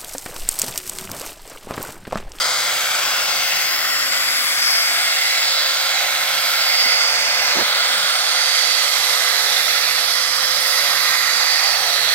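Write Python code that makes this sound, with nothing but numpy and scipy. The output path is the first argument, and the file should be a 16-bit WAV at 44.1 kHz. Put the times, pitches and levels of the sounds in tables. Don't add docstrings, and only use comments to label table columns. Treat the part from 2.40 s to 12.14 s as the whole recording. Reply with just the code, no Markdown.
import sys
import numpy as np
from scipy import signal
from scipy.io import wavfile

SR = 44100
rng = np.random.default_rng(int(sys.argv[2]) if len(sys.argv) > 2 else 0)


def dump(signal):
    limited = np.clip(np.atleast_2d(signal).T, -1, 1)
    pcm = np.round(limited * 32767).astype(np.int16)
    wavfile.write(sys.argv[1], SR, pcm)


def nominal_scale(level):
    x = np.asarray(level, float) / 20
    return 10 ** x


N = 429534
FRAME, HOP = 512, 256
GEARS = 32 / 9

# time_s, speed_turns_per_s
SPINDLE_SPEED = [(0.0, 142.1), (0.3, 145.7), (0.55, 147.5), (1.1, 150.3), (1.25, 149.75), (1.9, 150.68),
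                 (2.65, 150.93), (3.35, 150.47), (3.85, 150.7), (4.25, 149.8), (4.55, 146.7), (5.0, 143.75),
                 (5.38, 142.95), (5.7, 143.65), (6.15, 145.6), (6.3, 145.15), (6.65, 142.5), (7.0, 141.0),
                 (7.3, 141.35), (7.5, 142.25), (7.75, 144.8), (8.03, 146.15), (8.25, 145.05), (8.5, 142.85),
                 (8.85, 143.95), (9.0, 143.95), (9.17, 144.8), (9.3, 143.7), (9.6, 138.2), (9.74, 137.08)]
# time_s, drone_db, hum_db
DOOR_AND_HUM_SWELL = [(0, 0, -1), (.8, .5, -1), (2, 0, 0), (3.7, 1.5, -1), (4.1, .5, 5), (4.8, 0, 5.5),
                      (5.3, .5, 2), (5.8, 0.5, 0), (6.85, 0.5, 2), (7.8, -.5, -4.5), (8.3, -1, 4),
                      (9.1, -1, -4), (9.45, -0.5, 2), (9.74, 0.5, -6)]


def rms_one(x):
    return x / np.sqrt(np.mean(x ** 2) + 1e-20)


def in_time(rows, t):
    time_s, *columns = np.transpose(rows)
    return [np.interp(t, time_s, column) for column in columns]


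def at_hz(points, hz):
    point_hz, value = np.transpose(points)
    return np.interp(np.log(hz), np.log(point_hz), value)


def drift(rate_hz, count, per_s):
    pole, size = np.exp(-2 * np.pi * rate_hz / per_s), int(N / SR * per_s) + 8
    settle = 400
    slow = signal.lfilter([1], [1, -2 * pole, pole ** 2], rng.standard_normal((count, size + settle)))
    return rms_one(slow[:, settle:])


def spectra(x):
    return signal.stft(x, nperseg=FRAME, noverlap=FRAME - HOP)[2]


def bump(hz, centre_hz, width_hz, peak_db):
    return peak_db / (1 + (2 * (hz - centre_hz) / width_hz) ** 2)


def turns():
    return np.cumsum(in_time(SPINDLE_SPEED, np.arange(N) / SR)[0]) / SR


def sag(t):
    free_turns_per_s = 150.7
    return free_turns_per_s - in_time(SPINDLE_SPEED, t)[0]


def tones(table, slow_db, fast_db, slow_rate_hz):
    per_s = 100
    spun, total, steps = turns(), np.zeros(N), np.arange(N) / SR * per_s
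    waver_db = slow_db * drift(slow_rate_hz, len(table), per_s) + fast_db * drift(15.0, len(table), per_s)
    waver = rms_one(nominal_scale(waver_db))
    tremble_cycles = 0.04 * drift(7.0, len(table), per_s)
    for (multiple, level_db), swell, shift in zip(table, waver, tremble_cycles):
        at = np.arange(len(swell))
        cycles = multiple * spun + np.interp(steps, at, shift + rng.random())
        cycles = cycles - np.floor(cycles)
        sine = np.sin((2 * np.pi * cycles).astype(np.float32))
        total += np.interp(steps, at, swell) * nominal_scale(level_db) * sine
    return np.sqrt(2) * total


def grit(throb, flutter_db):
    per_s = 400
    skips = drift(53.0, 1, per_s)[0]
    flutter = nominal_scale(flutter_db * np.interp(np.arange(N) / SR * per_s, np.arange(len(skips)), skips))
    once_a_turn = 1 + throb * np.cos(2 * np.pi * turns())
    return rms_one(rng.standard_normal((2, N)) * once_a_turn * flutter)


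def gear_whine():
    # spindle_multiple, level_db (against the rush around the tone)
    whine_tones = [(7.0, -15.2), (7.111, -15.9), (8.0, -20.2), (9.0, -16.3), (10.0, -19.8), (11.0, -17.0),
                   (12.0, -19.2), (13.0, -18.7), (14.0, -13.2), (14.222, -20.9), (14.556, -17.7),
                   (15.0, -13.6), (16.0, -21.8), (17.0, -22.5), (18.0, -23.8), (19.0, -25.5), (20.0, -20.9),
                   (21.0, -21.6), (22.0, -16.8), (23.0, -15.4), (24.0, -16.4), (24.889, -19.6),
                   (26.0, -20.1), (26.444, -16.3), (27.0, -14.7), (28.0, -14.8), (28.444, -11.9),
                   (29.0, -13.5), (29.444, -17.0), (33.556, -21.6), (34.556, -18.5), (35.0, -20.0),
                   (35.556, -17.9), (36.0, -21.7), (36.556, -20.8), (38.0, -19.8), (40.0, -18.6),
                   (42.667, -18.5), (45.0, -24.0), (79.0, -24.8), (85.333, -18.4), (94.0, -19.1),
                   (95.0, -18.8), (96.0, -15.6), (97.0, -17.3), (98.0, -22.3), (99.0, -22.2)]
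    fade_db = -1.5 * sag(np.arange(N) / SR)
    table = [(multiple, level_db + fade_db if multiple > 60 else level_db)
             for multiple, level_db in whine_tones]
    return tones(table, slow_db=3.0, fast_db=2.0, slow_rate_hz=1.08)


def mesh():
    mesh_multiples = [30, 31, 32, 33, 34]
    mesh_levels = [-11, -9.5, -8.5, -8.5, -10]
    # time_s, swell_db
    mesh_swell = [(0, 0.5), (.7, -0.5), (1.05, -3), (1.7, 4), (2.3, 4.5), (3, 0), (3.9, -1), (4.36, 4.5),
                  (5.1, 0), (6.2, 3.5), (6.85, -2.5), (7.5, 0.5), (8.5, -1.5), (9.3, 3.5), (9.74, 2)]
    # centre_hz, width_hz, peak_db
    head_resonance = (4720, 290, 3.5)
    t = np.arange(N) / SR
    (speed,), (swell_db,) = in_time(SPINDLE_SPEED, t), in_time(mesh_swell, t)
    levels_db = [level_db + swell_db + bump(multiple * speed, *head_resonance)
                 for multiple, level_db in zip(mesh_multiples, mesh_levels)]
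    return tones(list(zip(mesh_multiples, levels_db)), slow_db=2.8, fast_db=1.8, slow_rate_hz=1.6)


def part_levels(t):
    # left_db, right_db,
    # left_turned_db, right_turned_db, lifted_db, right_covered_db (the last four are changes)
    tool_parts = [(-49, -48, -2, -3.5, 0, 0), (-32, -31, -1.8, -3, -6.5, 1.5),
                  (-29, -26.5, -2, 1.65, -1.2, 1.5), (-26.5, -26, -2, 3, 2.2, 4),
                  (-24, -28, -5.5, 3.5, -3.5, -7), (-38, -28.5, 4.5, 9.5, -4, -8),
                  (-25, -30, -8.5, 9, 0.1, 4.5), (-27.5, -32, -3.5, 9, -3.3, 1),
                  (-30.5, -29.5, -0.4, 1.2, 0, -23), (-36, -34, 1.5, 5, 5.5, -9.5),
                  (-29, -31.5, -4.5, -33, 2, 2)]
    # time_s, share_0_to_1
    lift_share = [(0, 0.26), (.95, 0.18), (1.5, 0.8), (2, 1), (2.6, 0.72), (3.7, 0.01), (9.74, 0.21)]
    # time_s, share_0_to_1
    turn_share = [(0, 0.03), (1.5, 0.02), (2.1, 0), (2.9, 0.35), (4.6, 0.47), (5.2, 0.43), (5.8, 0.58),
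                  (6.3, 0.97), (9.74, 0.98)]
    # time_s, share_0_to_1
    cover_share = [(0, 0), (4.1, 0.1), (4.5, 0.72), (5.1, 1), (5.25, 0.3), (5.9, 0.01), (9.74, 0.03)]
    # time_s, swell_db
    rasp_swell = [(0, 0.5), (.6, 2), (.85, 2), (1.1, -3.5), (1.5, 2.5), (2.5, 1.4), (2.85, -2), (3.4, 0),
                  (5, -.5), (5.7, 1.3), (6.2, 0), (8.4, 0.8), (8.75, 1.4), (9.15, -2), (9.74, -2)]
    # time_s, gear_case_db, guard_and_grit_db, teeth_db
    middle_swell = [(0, -1.5, -.5, 1), (.4, -1.3, -1.7, -4.5), (.9, -1.7, -.5, -0.5), (1.15, 2.5, -2, 0.5),
                    (1.5, -1, -3, -0.5), (2.15, -1.5, 0, 0), (2.3, 1.5, -2, 5.5), (2.6, 2, 0.5, 1),
                    (2.9, 2, 0, 1.5), (3.2, 0, 3.5, 2), (3.4, -.8, 1.5, -0.8), (3.75, 2.5, 1, -3),
                    (4.1, 2, 2, -0.5), (4.5, 1.5, 1.5, 2), (5, 0, 1, 0), (5.35, 1.3, 3, -.5),
                    (5.75, 0, .5, 1.5), (6.15, 2.5, -0.2, 1), (6.4, 1, -2, 0), (7.2, 0.5, -2, -2),
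                    (7.6, 0.7, -1, -1), (8.1, -1.5, -2.2, -.5), (8.6, 0.5, -1, -1.5), (8.9, 1, -2, -2.5),
                    (9.15, 3, -4, 1.5), (9.45, -0.5, -1.5, -2.5), (9.74, 0.5, 1, -2)]
    # time_s, swell_db
    fan_swell = [(0, -1), (.5, -1), (1, 0), (2.1, 0), (2.3, 3), (2.6, -.5), (3.1, 0), (3.9, -2.5),
                 (4.55, 1.5), (5, 0.5), (5.17, 4), (5.3, -3), (5.6, -2.5), (6.25, 1), (6.5, 0), (8, 0),
                 (8.5, -.5), (9.1, .5), (9.74, -2)]
    # time_s, vents_db, brushes_db, sheen_db
    treble_swell = [(0, 2, 0, 0), (.4, 0.5, 5, 0), (1, 1, 1, 0), (1.35, -0.5, -1, 2), (1.7, -1, -2.5, -2),
                    (2.3, -1.5, 2, 0), (2.65, 2.5, -2.5, 2), (3.2, 0.5, -2, 2), (3.7, 1.5, 1.5, 1),
                    (4, 3, 1.5, 2), (4.35, 2.5, 3, 3), (4.7, 1, 1.5, 1), (5.25, 1, -1, 2), (5.6, 3, -3, 4),
                    (6, 1, -4, -0.5), (6.65, 1.2, 2, -1), (7.2, .8, .5, 2), (7.95, -.5, -1, -1),
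                    (8.3, .5, 2, .5), (9.1, -2, -1, -.5), (9.74, -1.5, 1, -.5)]
    (lifted,), (turned,), (covered,) = in_time(lift_share, t), in_time(turn_share, t), in_time(cover_share, t)
    drone = in_time(DOOR_AND_HUM_SWELL, t)[0]
    (rasp,), (fan,) = in_time(rasp_swell, t), in_time(fan_swell, t)
    case, guard_and_grit, teeth = in_time(middle_swell, t)
    treble = in_time(treble_swell, t)
    swells = [0, drone, rasp, case, guard_and_grit, guard_and_grit, teeth, fan, *treble]
    levels = []
    for part, swell_db in zip(tool_parts, swells):
        left_db, right_db, left_turned_db, right_turned_db, lifted_db, covered_db = part
        left = left_db + left_turned_db * turned
        right = right_db + right_turned_db * turned + covered_db * covered
        levels.append(np.array([left, right]) + lifted_db * lifted + swell_db)
    return levels


def resonances(hz, t):
    # freq_hz, density_db (per Hz)
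    rush_shape = [(15, -57), (25, -27), (59, -9), (137, -39), (190, -22), (451, -25.5), (531, -17.5),
                  (988, -9), (1290, -3), (2050, 0.5), (2910, 2), (4740, 7.5), (9320, -6), (11600, -8.5),
                  (16000, -1.5)]
    # centre_hz, width_hz, peak_db
    body_modes = [(703, 410, 17), (2890, 220, -1.5), (3337, 340, 6), (3940, 88, 7.5), (4610, 170, -3.5),
                  (5260, 200, -0.5), (6050, 500, 2.5), (9400, 2600, -0.5), (14200, 1000, 2.5)]
    # time_s, gear_case_hz, pad_hz, vent_hz, brush_cap_hz
    tilt_modes = [(0, 2040, 1270, 8300, 11600), (.57, 2350, 1500, 7800, 11500),
                  (1.49, 1920, 1390, 7750, 11500), (2.2, 2170, 1510, 7950, 11200),
                  (3.09, 2030, 1430, 8000, 11700), (3.99, 2160, 1430, 8200, 12500),
                  (4.6, 2140, 1410, 8500, 11700), (5.97, 2060, 1400, 8750, 11700),
                  (8, 1970, 1230, 8660, 11200), (9.74, 1940, 1290, 8140, 11100)]
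    case_hz, pad_hz, vent_hz, cap_hz = in_time(tilt_modes, t)
    colour_db = at_hz(rush_shape, hz) + sum(bump(hz, *mode) for mode in body_modes)
    colour_db = colour_db + bump(hz, case_hz, 245, 8.8) + bump(hz, pad_hz, 380, 5.7)
    colour_db = colour_db + bump(hz, vent_hz, 1300, 5.0) + bump(hz, cap_hz, 700, 6.0)
    waver_db = 1.5 * drift(1.3, 40, SR / HOP) + 0.54 * drift(16.0, 40, SR / HOP)
    waver_band = (40 * (hz[:, 0] / hz[-1, 0]) ** 0.6).astype(int).clip(0, 39)
    return nominal_scale(colour_db + waver_db[waver_band, :len(t)])


def part_powers(hz, t):
    part_borders = [450, 1100, 1700, 2800, 3600, 4300, 5400, 7000, 9800, 12800]
    colour = resonances(hz, t)
    above = [np.ones_like(hz)] + [1 / (1 + (border / hz) ** 20) for border in part_borders] + [0]
    rush, tone_level = 0, 0
    for part_db, from_low, from_high in zip(part_levels(t), above, above[1:]):
        band = from_low - from_high
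        part_power = band * nominal_scale(part_db[:, None]) ** 2
        mean_colour = np.mean(np.sum(band * colour ** 2, axis=0))
        rush = rush + part_power * colour ** 2 / mean_colour * FRAME / 2
        tone_level = tone_level + part_power
    return rush, tone_level


def tool():
    # freq_hz, share_0_to_1
    alike_share = [(60, 1), (200, .86), (700, 1), (1200, .87), (1550, .72), (2000, .52), (2750, .48),
                   (3300, .62), (4650, .66), (6900, .36), (8600, .6), (11200, .55), (16000, .4)]
    # time_s, lag_us
    right_lag = [(0, 30), (1.2, 66), (2.2, 107), (3.2, 68), (4, 60), (4.8, 108), (5.2, 87), (9.74, 75)]
    # freq_hz, phase_rad
    right_phase = [(60, 0), (1100, 0), (1600, 0.4), (2250, 0.52), (2900, 0), (16000, 0.09)]
    noise = spectra(grit(throb=0.043, flutter_db=0.74))
    sparks = spectra(grit(throb=0.18, flutter_db=0.54))
    hz = np.arange(FRAME // 2 + 1)[:, None] * SR / FRAME + 1
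    t = np.arange(noise.shape[2]) * HOP / SR
    noise = np.where(hz > 8000, sparks, noise)
    rush, tone_level = part_powers(hz, t)
    alike = np.clip(at_hz(alike_share, hz), 0, 1)
    lag_s = in_time(right_lag, t)[0] * 1e-6
    later = np.exp(-2j * np.pi * hz * lag_s - 1j * at_hz(right_phase, hz))
    right_noise = alike * noise[0] * later + np.sqrt(1 - alike ** 2) * noise[1]
    gear_tones = spectra(gear_whine() + mesh())
    heard = np.sqrt(rush) * np.array([noise[0], right_noise])
    heard = heard + np.sqrt(tone_level) * np.array([gear_tones, gear_tones * later])
    return signal.istft(heard, nperseg=FRAME, noverlap=FRAME - HOP)[1][:, :N]


def hum():
    hum_multiples = [1, 2, GEARS - 1, 3, GEARS, 4, 5, 6]
    # level_db (on the door at free speed), lifted_change_db, sag_change_db_per_turn_per_s
    hum_levels = [(-61.5, -0.5, 0.52), (-67, 13, -0.5), (-66, 10.5, 0.1), (-65, -11, 1.5),
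                  (-41.5, -6, -0.16), (-53.5, 3, 1), (-50, -15, 0.72), (-48, -12, 0.2)]
    clear_from_s, clear_to_s, ramp_s = 1.13, 2.85, 0.5
    t = np.arange(N) / SR
    clear = np.clip(np.minimum(t - clear_from_s, clear_to_s - t) / ramp_s + 0.5, 0, 1)
    upper_db = in_time(DOOR_AND_HUM_SWELL, t)[1]
    levels_db = [level_db + lifted_db * clear + sag_db * sag(t) + upper_db * (multiple in (3, 4, 5, 6))
                 for multiple, (level_db, lifted_db, sag_db) in zip(hum_multiples, hum_levels)]
    return tones(list(zip(hum_multiples, levels_db)), slow_db=1.2, fast_db=1.5, slow_rate_hz=1.0)


def finger():
    # start_s, length_s, level_db
    brush_strokes = [(2.274, .02, -50), (4.455, .025, -31), (5.151, 0.082, -22)]
    t, gate, ramp_s = np.arange(N) / SR, np.zeros(N), 0.0024
    for start_s, length_s, level_db in brush_strokes:
        gate += nominal_scale(level_db) * np.clip(np.minimum(t - start_s, start_s + length_s - t) / ramp_s, 0, 1)
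    lumps = drift(76.0, 1, SR / 20)[0]
    lumps = nominal_scale(1.5 * np.interp(np.arange(N) / 20, np.arange(len(lumps)), lumps))
    band = signal.butter(2, [125, 1100], "band", fs=SR, output="sos")
    low_cut = signal.butter(2, 95, "high", fs=SR, output="sos")
    dull = signal.sosfilt(low_cut, signal.sosfilt(band, rng.standard_normal(N)))
    return gate * rms_one(dull * lumps) * nominal_scale(np.array([[-18], [0]]))


def falling_tone():
    # time_s, pitch_hz, level_db
    glide = [(5.46, 310, -70), (5.5, 284, -51), (5.58, 202, -53), (5.66, 160, -53), (5.7, 150, -74)]
    t = np.arange(N) / SR
    pitch_hz, level_db = in_time(glide, t)
    sounding = (t > glide[0][0]) & (t < glide[-1][0])
    return np.sqrt(2) * nominal_scale(level_db) * sounding * np.sin(2 * np.pi * np.cumsum(pitch_hz) / SR)


def scene():
    hum_pan = nominal_scale(np.array([[-0.7], [0.7]]))
    return tool() + hum() * hum_pan + finger() + falling_tone()


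def band_limit(x):
    return signal.sosfilt(signal.butter(12, 16250, fs=SR, output="sos"), x)


def record(dry):
    bass_cut = signal.butter(1, 50, "high", fs=SR, output="sos")
    top_cut = signal.ellip(14, 0.3, 48, 15820, fs=SR, output="sos")
    mix = signal.sosfilt(top_cut, signal.sosfilt(bass_cut, dry))
    return band_limit(mix)


dry = scene()
out = record(dry)
dump(out)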